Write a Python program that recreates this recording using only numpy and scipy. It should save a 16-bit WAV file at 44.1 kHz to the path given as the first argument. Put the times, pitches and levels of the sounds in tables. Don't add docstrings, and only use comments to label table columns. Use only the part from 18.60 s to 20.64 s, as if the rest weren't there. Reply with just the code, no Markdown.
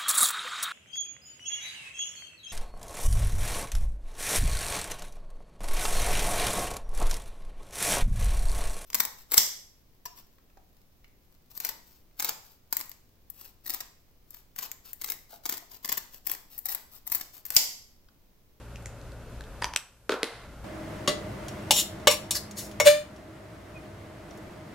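import sys
import numpy as np
from scipy import signal
from scipy.fft import rfft, irfft
from scipy.io import wavfile
from scipy.ndimage import uniform_filter1d, map_coordinates

SR = 44100
rng = np.random.default_rng(int(sys.argv[2]) if len(sys.argv) > 2 else 0)


def natural_amplitude(level_db):
    exponent = np.asarray(level_db, float) / 20
    return 10 ** exponent


def output_pcm(signal):
    pcm = np.clip(np.atleast_2d(signal).T, -1, 1) * 32767
    wavfile.write(sys.argv[1], SR, np.round(pcm).astype(np.int16))


N = 90052


def read(table, hz, column=1):
    rows = np.array(table, float)
    return np.interp(np.log(np.maximum(hz, 1)), np.log(rows[:, 0]), rows[:, column])


def unit(x):
    return x / np.sqrt(np.mean(x ** 2))


def coloured(x, table):
    size = x.shape[-1]
    hz = np.arange(size // 2 + 1) * SR / size
    return irfft(rfft(x) * natural_amplitude(read(table, hz)), size)


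def walk(size):
    held = np.repeat(rng.standard_normal(N // size + 1), size)
    return uniform_filter1d(held, size)[:N]


def ring(x, hz, width):
    r = np.exp(-np.pi * width / SR)
    w = 2 * np.pi * min(hz, SR / 2.2) / SR
    return signal.lfilter([0, np.sin(w)], [1, -2 * r * np.cos(w), r * r], x)


def ports(mid, other):
    # pitch_hz, side_minus_mid_db
    port_contrast = [(60, -16), (500, -16.5), (1500, -12.5), (4000, -4.5), (8000, 0.3), (13000, 1)]
    side = coloured(other, port_contrast)
    return np.array([mid + side, mid - side])


def fan():
    # pitch_hz, level_db (per Hz)
    air_colour = [(15, -39.5), (25, -5.5), (119, -10), (278, -16.5), (584, -21.5), (892, -22.5),
                  (1400, -28.5), (1870, -31), (14000, -47)]
    # pitch_hz, width_hz, level_db
    duct = [(58, 7.9, -55.5), (114.8, 6.3, -55.5), (172.4, 18, -62), (456, 91, -60), (562, 69, -56.5),
            (1433, 220, -60.5), (2600, 67, -72)]
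    # multiple (of shaft pitch), level_db
    shaft = [(1, -57), (2, -49.5), (3, -69), (4, -54.5)]
    air_db, flicker_db = -48, 0.7
    shaft_hz, shaft_wobble, hum_waver_db = 28.88, 0.018, 3.0
    flicker = walk(size=2000)
    pair = []
    for _ in range(2):
        air = natural_amplitude(air_db + flicker_db * flicker) * unit(coloured(rng.standard_normal(N), air_colour))
        for hz, width, db in duct:
            air = air + natural_amplitude(db) * unit(ring(rng.standard_normal(N), hz, width))
        pair.append(air)
    turn = 2 * np.pi * np.cumsum(shaft_hz * (1 + shaft_wobble * walk(size=6000))) / SR
    hum = 0
    for multiple, db in shaft:
        wave = np.sqrt(2) * np.sin(multiple * turn + rng.uniform(0, 2 * np.pi))
        hum = hum + natural_amplitude(db + hum_waver_db * walk(size=4000)) * wave
    return ports(*pair) + hum


def contact(ms, count):
    rise_share = 0.12
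    t = np.arange(2048) / SR * 1000 / ms
    shape = (1 - np.exp(-(t + 0.025) / rise_share)) * np.exp(-t)
    push = rng.standard_normal((count, 2048))
    for _ in range(6):
        spec = rfft(push * shape)
        push = irfft(spec / np.abs(spec))
        push = push / np.sqrt(uniform_filter1d(push ** 2, size=12) + 1e-12)
    return irfft(spec / np.sqrt(uniform_filter1d(np.abs(spec) ** 2, size=24)))


def steep(hz, width):
    gain = np.abs(rfft(ring(np.arange(2048) == 0, hz, width)))
    return gain ** 1.6 / gain.max() ** 0.6


def causal(gain):
    cep = irfft(np.log(gain))
    forward = np.r_[1, 2 * np.ones(1023), 1, np.zeros(1023)]
    return irfft(np.exp(rfft(cep * forward)))


def strike(start_s, hit_db, contact_ms, left_lag, body, crack, crack_db):
    direct_side_db = -9
    rings = np.sqrt(sum((natural_amplitude(db) * steep(hz, width)) ** 2 for hz, width, db in body))
    snap = natural_amplitude(crack_db) * unit(natural_amplitude(read(crack, np.arange(1025) * SR / 2048)))
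    response = causal(np.hypot(unit(rings), snap))
    mid, side = (np.convolve(push, response)[:2048] for push in contact(contact_ms, count=2))
    pair = 4.5 * ports(mid, natural_amplitude(direct_side_db) * side)
    out = np.zeros((2, N))
    start = int(start_s * SR)
    for ch, shift in enumerate((left_lag / 2, -left_lag / 2)):
        shifted = map_coordinates(np.roll(pair[ch], 8), [np.arange(2048) - shift])
        out[ch, start - 8:start + 2040] = natural_amplitude(hit_db) * shifted
    return out


def strikes(hits, body, crack, crack_db):
    return sum(strike(*hit, body, crack, crack_db) for hit in hits)


def small_ticks():
    # start_s, level_db, low_ring_hz, high_ring_hz,
    # high_ring_db
    touches = [(.158, -35, 2700, 5760, -3), (0.224, -50, 8000, 10800, 3), (0.2579, -29, 2070, 6960, 7),
               (0.2662, -43, 7140, 9300, -1), (0.4141, -46, 4300, 6500, 1), (0.5189, -45.5, 4500, 9000, -2),
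               (0.8081, -34, 1650, 4000, -0.5), (0.8387, -43, 3500, 4480, -5), (1.036, -29, 3400, 7200, -6),
               (1.5106, -12, 2600, 4200, 3), (1.516, -22, 2500, 5100, -8), (1.519, -11.5, 3550, 4400, -4)]
    # pitch_hz, level_db (per Hz)
    tick_crack = [(500, -28), (1500, -4), (3000, -7), (7000, -2), (10000, -11), (14000, -15)]
    contact_ms, left_lag, sharpness, crack_db = 1.6, 1.0, 5, -8
    out = 0
    for start_s, db, low, high, high_db in touches:
        body = [(low, low / sharpness, 0), (high, high / sharpness, high_db)]
        out = out + strike(start_s, db, contact_ms, left_lag, body, tick_crack, crack_db)
    return out


def brush():
    # start_s, level_db, contact_ms, left_lag_samples
    brush_hits = [
        (1.0217, -17, 2.5, 0.34),
        (1.0434, -16, 0.81, -0.66),
        (1.0185, -36, 1.7, .3),
        (1.1363, -21.5, 1.3, -0.61),
    ]
    # pitch_hz, width_hz, level_db
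    soft_body = [(980, 130, -1.5), (1830, 200, -2), (4870, 150, -8), (9300, 230, -15)]
    hard_body = [(990, 160, -5), (1820, 300, -9), (3100, 350, -10), (2310, 190, -9.5), (4830, 450, -11),
                 (5940, 350, -5)]
    # pitch_hz, level_db (per Hz)
    soft_crack = [(88, -41), (150, -9), (1840, 0), (3500, -11.5), (4930, -12), (6310, -20), (9400, -18),
                  (14000, -42)]
    hard_crack = [(88, -43), (150, -21.5), (1000, -5), (3190, -7.5), (4160, -14.5), (4840, -3),
                  (5320, -11.5), (14000, -27.5)]
    soft = strikes(brush_hits[:1], soft_body, soft_crack, crack_db=-3.5)
    return soft + strikes(brush_hits[1:], hard_body, hard_crack, crack_db=0)


def case_snap():
    # start_s, level_db, contact_ms, left_lag_samples
    snap_hits = [
        (1.1605, -19.5, 0.74, -0.97),
        (1.1617, -5, 0.78, -0.9),
    ]
    # pitch_hz, width_hz, level_db
    case_body = [(2700, 1100, -3.5), (5780, 400, -3), (7700, 600, -4)]
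    # pitch_hz, level_db (per Hz)
    snap_crack = [(88, -66), (150, -25.5), (2690, 3), (5960, -8), (6680, -9.5), (7630, -3), (11800, -13.5),
                  (14000, -16.5)]
    return strikes(snap_hits, case_body, snap_crack, crack_db=4.5)


def pot():
    # start_s, level_db, contact_ms, left_lag_samples
    pot_hits = [
        (1.4933, 2.5, 2.8, -1),
        (1.5045, -7, 3.23, -1),
        (1.5135, -10.5, 4.0, -0.83),
        (1.5205, -1, 5.4, -1.1),
        (1.538, -7.5, 4.9, -.6),
    ]
    # pitch_hz, width_hz, level_db
    pot_body = [(324, 130, -6), (450, 150, -1), (580, 170, -9), (1420, 230, -2)]
    # pitch_hz, level_db (per Hz)
    pot_crack = [(88, -40), (150, -31.5), (402, -1), (812, -16.5), (1410, -11.5), (2060, -16.5),
                 (4320, -22.5), (14000, -42)]
    return strikes(pot_hits, pot_body, pot_crack, crack_db=1.5)


def lid():
    # start_s, level_db, contact_ms, left_lag_samples
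    lid_hits = [
        (1.629, -23, 0.76, 0.67),
        (1.6313, 0.5, 0.43, 1),
    ]
    # pitch_hz, width_hz, level_db
    lid_body = [(317, 96, -11.5), (458, 102, -7), (2060, 310, -4.5), (4200, 760, -3.5)]
    # pitch_hz, level_db (per Hz)
    lid_crack = [(150, -13), (400, 0.5), (1000, -5.5), (4200, -0.5), (5600, -7), (7400, -14), (9500, -10.5),
                 (14000, -27)]
    return strikes(lid_hits, lid_body, lid_crack, crack_db=-0.25)


def items():
    hits = small_ticks() + brush() + case_snap() + pot() + lid()
    return signal.sosfilt(signal.butter(4, 210, "high", fs=SR, output="sos"), hits)


def room(x):
    # pitch_hz, fade_s (time to fall 60 dB), level_db
    room_tail = [(248, 0.24, -17), (487, 0.32, -13.5), (940, 0.52, -12), (2000, 0.46, -18.5),
                 (4000, 0.43, -20.5), (8000, 0.42, -20), (13400, 0.3, -11)]
    rise_s = 0.0014
    wall_s, wall_db, wall_smear_ms, wall_low_hz = 0.0100, -12, 1.8, 900
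    t = np.arange(SR // 2) / SR
    noise = rfft(rng.standard_normal((2, len(t))))
    octave = np.log2(np.maximum(np.arange(noise.shape[1]) * 2, 1))
    centres = np.log2(np.array(room_tail)[:, 0])
    tail = 0
    for k, (hz, fade_s, db) in enumerate(room_tail):
        share = np.interp(octave, centres, np.arange(len(room_tail)) == k)
        band = irfft(noise * share, len(t))
        tail = tail + natural_amplitude(db - 60 * t / fade_s) * band / 10
    tail = tail * (1 - np.exp(-t / rise_s))
    wall = np.pad(contact(wall_smear_ms, count=2), ((0, 0), (0, len(t) - 2048)))
    wall = np.roll(wall, int(wall_s * SR), axis=1)
    tail = tail + natural_amplitude(wall_db) * signal.lfilter(*signal.butter(1, wall_low_hz, "high", fs=SR), wall)
    return signal.fftconvolve(x.mean(axis=0)[None], ports(*tail), axes=1)[:, :N]


def scene():
    hits = items()
    return hits + room(hits) + fan()


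def roll_off(x):
    return signal.sosfilt(signal.butter(12, 15290, fs=SR, output="sos"), x)


def record(dry):
    # time_s, gain_db
    volume = [
        (0, 0),
        (1.029, 1),
        (1.152, -6),
        (1.174, -13),
        (1.22, -17),
        (1.3, -18),
        (1.48, -15.5),
        (1.702, -12),
        (1.85, -2),
        (2.05, -0.5),
    ]
    hiss_db, limit, left_bass_db = -66, 0.75, 1.5
    time_s, gain_db = np.array(volume).T
    gain = natural_amplitude(np.interp(np.arange(N) / SR, time_s, gain_db))
    x = dry * gain + natural_amplitude(hiss_db) * rng.standard_normal(dry.shape)
    x = limit * np.tanh(x / limit)
    bass = signal.lfilter(*signal.butter(1, 400, fs=SR), x[0])
    x = np.array([x[0] + (natural_amplitude(left_bass_db) - 1) * bass, x[1]])
    x = signal.sosfilt(signal.cheby1(12, 0.5, 14150, fs=SR, output="sos"), x)
    return roll_off(x)


dry = scene()
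out = record(dry)
output_pcm(out)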